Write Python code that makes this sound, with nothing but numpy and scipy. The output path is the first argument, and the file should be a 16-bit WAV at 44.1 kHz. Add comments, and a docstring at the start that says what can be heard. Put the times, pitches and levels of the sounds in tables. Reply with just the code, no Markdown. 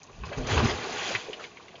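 """A muddy hot spring surges once in a hollow of rock, outdoors.
It starts on a faint simmer and hiss of steam, which last throughout. From 0.2 s pockets of gas
gulp up and heave the mud; near 0.6 s they throw the water. The spray rains back and the pool
sloshes until about 1.2 s. Single bubbles pop during the surge and on to the end as it settles."""
import sys
import numpy as np
from scipy import signal
from scipy.io import wavfile

SR = 44100
rng = np.random.default_rng(int(sys.argv[2]) if len(sys.argv) > 2 else 0)


def materialize(psi):
    """Save the field psi as 16-bit PCM at rate SR to the path in sys.argv[1].

    A 1-D psi becomes a single channel; in a 2-D psi each row is a channel.
    """
    bounded = np.clip(np.atleast_2d(psi).T, -1, 1)
    quanta = np.round(bounded * 32767).astype(np.int16)
    wavfile.write(sys.argv[1], SR, quanta)


N = 79380
TIME_S = np.arange(N) / SR

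# layer envelopes: (time [s], level [dB])
SURGE_LEVEL = [(0, -78), (.22, -59), (.27, -47.5), (.335, -42), (.355, -46), (.385, -38), (.41, -53.5),
               (.46, -43.5), (.515, -27), (.56, -37.5), (.58, -24.5), (.62, -38), (.655, -26.5),
               (.685, -30.5), (.70, -27), (.74, -38.5), (.85, -37), (1.8, -75.5)]
SPRAY_LEVEL = [(0, -61), (.24, -56), (.262, -45), (.30, -59), (.385, -48), (.462, -42.5), (.474, -38),
               (.53, -29.5), (.66, -35.5), (.80, -39.5), (.91, -36.5), (1.06, -30), (1.13, -31.5),
               (1.21, -39), (1.28, -45.5), (1.385, -50.5), (1.44, -40.5), (1.50, -55), (1.8, -57)]
SLOSH_LEVEL = [(0, -75), (.07, -68), (.1, -51.5), (.15, -79.5), (.19, -49.5), (.22, -62), (.32, -46.5),
               (.364, -45.5), (.378, -37.5), (.42, -38.5), (.58, -29.5), (.77, -41), (.88, -40.5),
               (1.0, -43), (1.12, -37.5), (1.21, -51.5), (1.42, -44), (1.52, -59), (1.8, -56)]
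HEAVE_LEVEL = [(0, -57), (.07, -63.5), (.15, -55), (.18, -50), (.25, -43), (.29, -48), (.355, -47),
               (.375, -39.5), (.47, -36.5), (.54, -33), (.58, -26.5), (.61, -29), (.66, -33), (.69, -37.5),
               (.76, -44), (.80, -56), (1.15, -56.5), (1.3, -68.5), (1.8, -66.5)]
# layer spectra: (frequency [Hz], relative density [dB])
SURGE_SPECTRUM = [(60, -26.5), (150, -18), (240, 0), (320, -7.5), (420, 0), (540, -5.5), (800, -1.5),
                  (1120, -6), (1350, -3.5), (1700, -7), (3000, -10.5), (4500, -15), (6300, -18),
                  (7400, -26)]
SPRAY_SPECTRUM = [(60, -28), (120, -14.5), (280, -13.5), (500, -8), (900, 1), (1150, -2), (1350, 1.5),
                  (2000, -1), (2800, 3), (4000, -3.5), (5200, -5), (6400, -6.5), (7400, 1)]
SLOSH_SPECTRUM = [(50, -22), (110, -20), (200, -8), (290, -10), (400, 1.5), (560, -1.5), (740, -9),
                  (1000, -14.5), (1600, -21), (7000, -48.5)]
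HEAVE_SPECTRUM = [(30, -12), (48, -11.5), (70, 0), (100, 2), (135, -2), (175, -4.5), (240, -14), (400, -22),
                  (1000, -50), (7000, -79)]
SIMMER_SPECTRUM = [(25, -16.5), (50, -9), (90, -9.5), (170, 8), (300, -1), (700, -5.5), (1100, -8.5),
                   (1700, -15), (2700, 1), (4500, -23), (7000, -10)]
STEAM_SPECTRUM = [(30, -7.5), (200, 9), (1000, 8), (3000, -10.5), (5000, -3), (6400, -4), (7400, -22.5)]
# gas pockets: (peak time [s], pitch [Hz], glide [oct/s], peak [dB], swell tau [s], decay tau [s])
GAS_POCKETS = [(0.24, 64.4, 15, -32.5, 0.036, 0.018), (.397, 42.7, -4, -28.5, 0.011, 0.034),
               (.376, 133, -0.5, -29, .004, 0.014), (.398, 258.3, -1.5, -31.5, 0.0092, 0.044),
               (0.537, 98, -5, -21, 0.014, 0.013), (0.571, 85.6, -11.5, -20, .006, 0.02),
               (.644, 229.6, 1, -16.5, 0.013, 0.0081), (0.657, 112.3, -11, -15, .008, 0.0076),
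               (0.747, 69.5, 19.5, -34, .03, 0.044), (1.154, 117, -8.5, -36.5, 0.0043, 0.018)]
# bursting bubbles: (time [s], pitch [Hz], ring [dB], ring T60 [s], splat [dB], attack tau [s])
BUBBLE_BURSTS = [(0.032, 6470, -34, 0.0061, -42.5, 0.00024), (0.236, 1030, -26, 0.044, -31, 0.00039),
                 (0.2358, 2550, -34, 0.021, -45, 0.00037), (.254, 5010, -38.5, 0.028, -43, 0.0015),
                 (.314, 575, -31.5, 0.14, -45.5, 0.0021), (0.325, 1535, -30.5, 0.047, -29, 0.0025),
                 (0.33, 2545, -33, 0.033, -33.5, 0.00206), (.469, 5700, -36, .015, -30, 0.00039),
                 (.513, 1080, -38, 0.016, -30.5, 0.0015), (.574, 390, -26, 0.024, -26, 0.0019),
                 (.575, 1086, -20.5, 0.034, -20, 0.0023), (0.602, 1140, -17, 0.028, -29.5, .001),
                 (.695, 753, -34, 0.053, -28, 0.0012), (1.106, 547, -26, 0.036, -31, 0.0011),
                 (1.15, 2050, -17, 0.016, -26, 0.00054), (1.152, 2537, -22, 0.026, -25, 0.00053),
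                 (1.285, 437, -26.5, 0.034, -37.5, 0.00054), (1.298, 405, -26.5, 0.032, -46, 0.0012),
                 (1.3306, 2854, -28, 0.036, -32, 0.00072), (1.393, 1387, -32, 0.044, -33, 0.0035),
                 (1.406, 1080, -32, 0.015, -34, 0.0016), (1.439, 2207, -30.5, 0.03, -29.5, 0.0023),
                 (1.57, 2220, -38.5, 0.023, -38, 0.00077), (1.598, 1190, -35.5, 0.017, -48, 0.00085),
                 (1.626, 3000, -45, 0.012, -45.5, .001), (1.682, 2320, -41.5, 0.0098, -43, 0.00061),
                 (1.742, 714, -38, 0.052, -41.5, 0.0016), (1.754, 3150, -35.5, 0.027, -40, 0.0024)]
# rock wall echoes: (delay [s], gain [dB])
WALL_ECHOES = [(.0031, -21), (.0074, -4.5), (.0135, -15)]
# peaks and dips of the hollow: (frequency [Hz], width [Hz], gain [dB])
HOLLOW_RESONANCES = [(349, 8.5, 1.5), (438, 11, 3), (539, 59, -6), (595, 24, 1), (752, 21, 3.5),
                     (1138, 43, 6.5), (1390, 330, -7), (1429, 60, 8)]


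def surge():
    """Gas tears the surface open and throws up a sheet of muddy water."""
    sheet = water(SURGE_SPECTRUM, drops_per_s=900, bubbles_per_s=140, spread_db=3.5,
                  t60_cycles=24, bubble_db=4.5, wash_db=-1, flicker_db=2.1)
    return envelope(SURGE_LEVEL) * sheet


def gulps(roughness=0.17):
    """Big gas pockets throb unevenly, swell and glide as they near the surface, then die away."""
    out = np.zeros(N)
    for peak_s, hz, glide_oct_per_s, peak_db, swell_s, decay_s in GAS_POCKETS:
        t = TIME_S - peak_s
        pitch_hz = hz * 2 ** np.clip(glide_oct_per_s * t, -.75, .75)
        cycles = np.cumsum(pitch_hz) / SR
        cycles -= np.interp(peak_s, TIME_S, cycles)  # zero phase at the peak
        swell = np.exp(-np.abs(t) / np.where(t < 0, swell_s, decay_s))
        throb = 1 + roughness * drift(hz / 2)
        out -= from_db(peak_db) * swell * throb * np.cos(2 * np.pi * cycles)
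    return out


def pops(rise_oct_per_s=1.8, wobble_rad=0.71, splat_t60_s=0.029, splat_width_oct=0.96):
    """Each bubble bursts with a wet splat and a short, rising ring that wobbles in the mud."""
    out = np.zeros(N)
    edge_ratio = 2 ** (splat_width_oct / 2)
    for start_s, hz, ring_db, ring_t60_s, splat_db, attack_s in BUBBLE_BURSTS:
        t = np.maximum(TIME_S - start_s, 0)
        pitch_hz = hz * 2 ** np.minimum(rise_oct_per_s * t, 1)
        cycles = np.cumsum(pitch_hz * (t > 0)) / SR
        phase_rad = 2 * np.pi * cycles + wobble_rad * drift(hz / 10)
        tone = from_db(ring_db - 60 * t / ring_t60_s) * np.sin(phase_rad)
        noise = unit_rms(band(rng.standard_normal(N), hz / edge_ratio, hz * edge_ratio))
        splat = from_db(splat_db - 60 * t / splat_t60_s) * noise
        out += (tone + splat) * (1 - np.exp(-t / attack_s))
    return out


def spray():
    """Drops patter on the pool and the rock."""
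    patter = water(SPRAY_SPECTRUM, drops_per_s=1300, bubbles_per_s=180, spread_db=2.5,
                   t60_cycles=27, bubble_db=0, wash_db=-2, flicker_db=1.3)
    return envelope(SPRAY_LEVEL) * patter


def slosh():
    """The stirred pool gurgles with mid-sized bubbles."""
    gurgle = water(SLOSH_SPECTRUM, drops_per_s=300, bubbles_per_s=40, spread_db=3.5,
                   t60_cycles=22.2, bubble_db=0.5, wash_db=-8.5, flicker_db=3.5)
    return envelope(SLOSH_LEVEL) * gurgle


def heave():
    """Thick mud rumbles as gas pushes through it."""
    rumble = coloured(lambda hz: clicks(per_s=400, spread_db=3.1), HEAVE_SPECTRUM, flicker_db=-0.5)
    return envelope(HEAVE_LEVEL) * rumble


def simmer(level_db=-60):
    """Sparse drops and bubbles keep the pool simmering."""
    return from_db(level_db) * water(SIMMER_SPECTRUM, drops_per_s=130, bubbles_per_s=29, spread_db=7,
                                     t60_cycles=20, bubble_db=5, wash_db=0, flicker_db=1.0)


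def steam(level_db=-56.5):
    """Steam hisses: noise in flickering bands."""
    return from_db(level_db) * coloured(lambda hz: rng.standard_normal(N), STEAM_SPECTRUM, flicker_db=4)


def water(spectrum, drops_per_s, bubbles_per_s, spread_db, t60_cycles, bubble_db, wash_db, flicker_db):
    """Broadband drop ticks, ringing bubbles and a wash of fine spray; RMS 1."""
    ticks = clicks(drops_per_s, spread_db)

    def source(hz):
        pitches_hz = [hz * 2 ** (step / 9) for step in (-1, 0, 1)]  # bubbles_per_s at each pitch
        rings = sum(ring(clicks(bubbles_per_s, spread_db), f, t60_cycles) for f in pitches_hz)
        bubbles = from_db(bubble_db) * unit_rms(rings) * np.sqrt(hz / SR)
        wash = from_db(wash_db) * rng.standard_normal(N)
        return ticks + wash + bubbles
    return coloured(source, spectrum, flicker_db)


def ring(x, hz, t60_cycles):
    """A small bubble rings as a damped resonator."""
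    radius = from_db(-60 * hz / (t60_cycles * SR))
    angle_rad = 2 * np.pi * hz / SR
    return signal.lfilter([1, 0, -1], [1, -2 * radius * np.cos(angle_rad), radius * radius], x + 1e-18)


def clicks(per_s, spread_db):
    """Random impacts, many small and a few large; RMS 1."""
    slots = N // 4  # at most one impact per 4 samples
    chance, size, sign = rng.random((3, slots))
    hits = np.flatnonzero(chance < 4 * per_s / SR)
    onsets = 4 * hits + rng.integers(0, 4, slots)[hits]
    size_db = spread_db * np.minimum(-np.log(size[hits]), 3.5)
    out = np.zeros(N)
    out[onsets] = from_db(size_db) * np.sign(sign[hits] - .5)
    return unit_rms(out)


def coloured(source, spectrum, flicker_db):
    """Third-octave bands of source(hz), each with its own level and flicker; RMS 1."""
    edges_hz = 28 * 2 ** (np.arange(26) / 3)
    points_hz, points_db = np.transpose(spectrum)
    out = np.zeros(N)
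    for low_hz, high_hz in zip(edges_hz, edges_hz[1:]):
        hz = np.sqrt(low_hz * high_hz)
        density_db = np.interp(np.log(hz), np.log(points_hz), points_db)
        flickering = band(source(hz), low_hz, high_hz) * from_db(flicker_db * drift(36))
        out += unit_rms(flickering) * from_db(density_db) * np.sqrt(high_hz - low_hz)
    return unit_rms(out)


def hollow_resonance(x):
    """The hollow favours some pitches and swallows others."""
    for hz, width_hz, db in HOLLOW_RESONANCES:
        x = x + (from_db(db) - 1) * signal.lfilter(*signal.iirpeak(hz, hz / width_hz, fs=SR), x)
    return x


def wall_echoes(x):
    """Rock walls add distinct echoes to a sound from one spot."""
    return x + sum(from_db(db) * np.interp(TIME_S - delay_s, TIME_S, x, left=0)
                   for delay_s, db in WALL_ECHOES)


def hollow_tail(x, t60_s=0.17, tail_db=-16):
    """Close rock scatters sound into a short tail."""
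    t = TIME_S[:SR // 3]
    build_up = np.minimum(t / WALL_ECHOES[-1][0], 1)
    scatter = rng.standard_normal(len(t)) * from_db(-60 * t / t60_s) * build_up
    tail = signal.fftconvolve(x, scatter / np.linalg.norm(scatter))[:N]
    return x + from_db(tail_db) * tail


def drift(corner_hz):
    """Slow random wander; RMS about 1."""
    hop, warm_up = 40, 2000
    pole = np.exp(-2 * np.pi * corner_hz * hop / SR)
    noise = rng.standard_normal(N // hop + warm_up + 2)
    slow = signal.lfilter([1], [1, -2 * pole, pole * pole], noise)[warm_up:]
    return np.interp(np.arange(N) / hop, np.arange(len(slow)), unit_rms(slow))


def band(x, low_hz, high_hz):
    """Butterworth band-pass."""
    sos = signal.butter(2, [low_hz, min(high_hz, .45 * SR)], "band", fs=SR, output="sos")
    return signal.sosfilt(sos, x + 1e-18)


def envelope(levels):
    """Level table to gain per sample."""
    return from_db(np.interp(TIME_S, *np.transpose(levels)))


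def from_db(db):
    """Decibels to gain."""
    return 10 ** (np.asarray(db) / 20)


def unit_rms(x):
    """Scale to RMS 1."""
    return x / np.sqrt(np.mean(x ** 2) + 1e-20)


def scene():
    """One pool, the same in both channels."""
    pool = hollow_resonance(surge() + spray() + slosh() + simmer() + steam())
    mono = hollow_tail(pool + wall_echoes(pops())) + heave() + gulps()
    return np.array([mono, mono])


def record(dry):
    """Narrow treble notch, then a steep low-pass."""
    notch_hz, width_hz, stopband_hz = 5440, 340, 7800
    notched = signal.lfilter(*signal.iirnotch(notch_hz, notch_hz / width_hz, fs=SR), dry)
    return signal.sosfilt(signal.cheby2(16, 70, stopband_hz, fs=SR, output="sos"), notched)


dry = scene()
out = record(dry)
materialize(out)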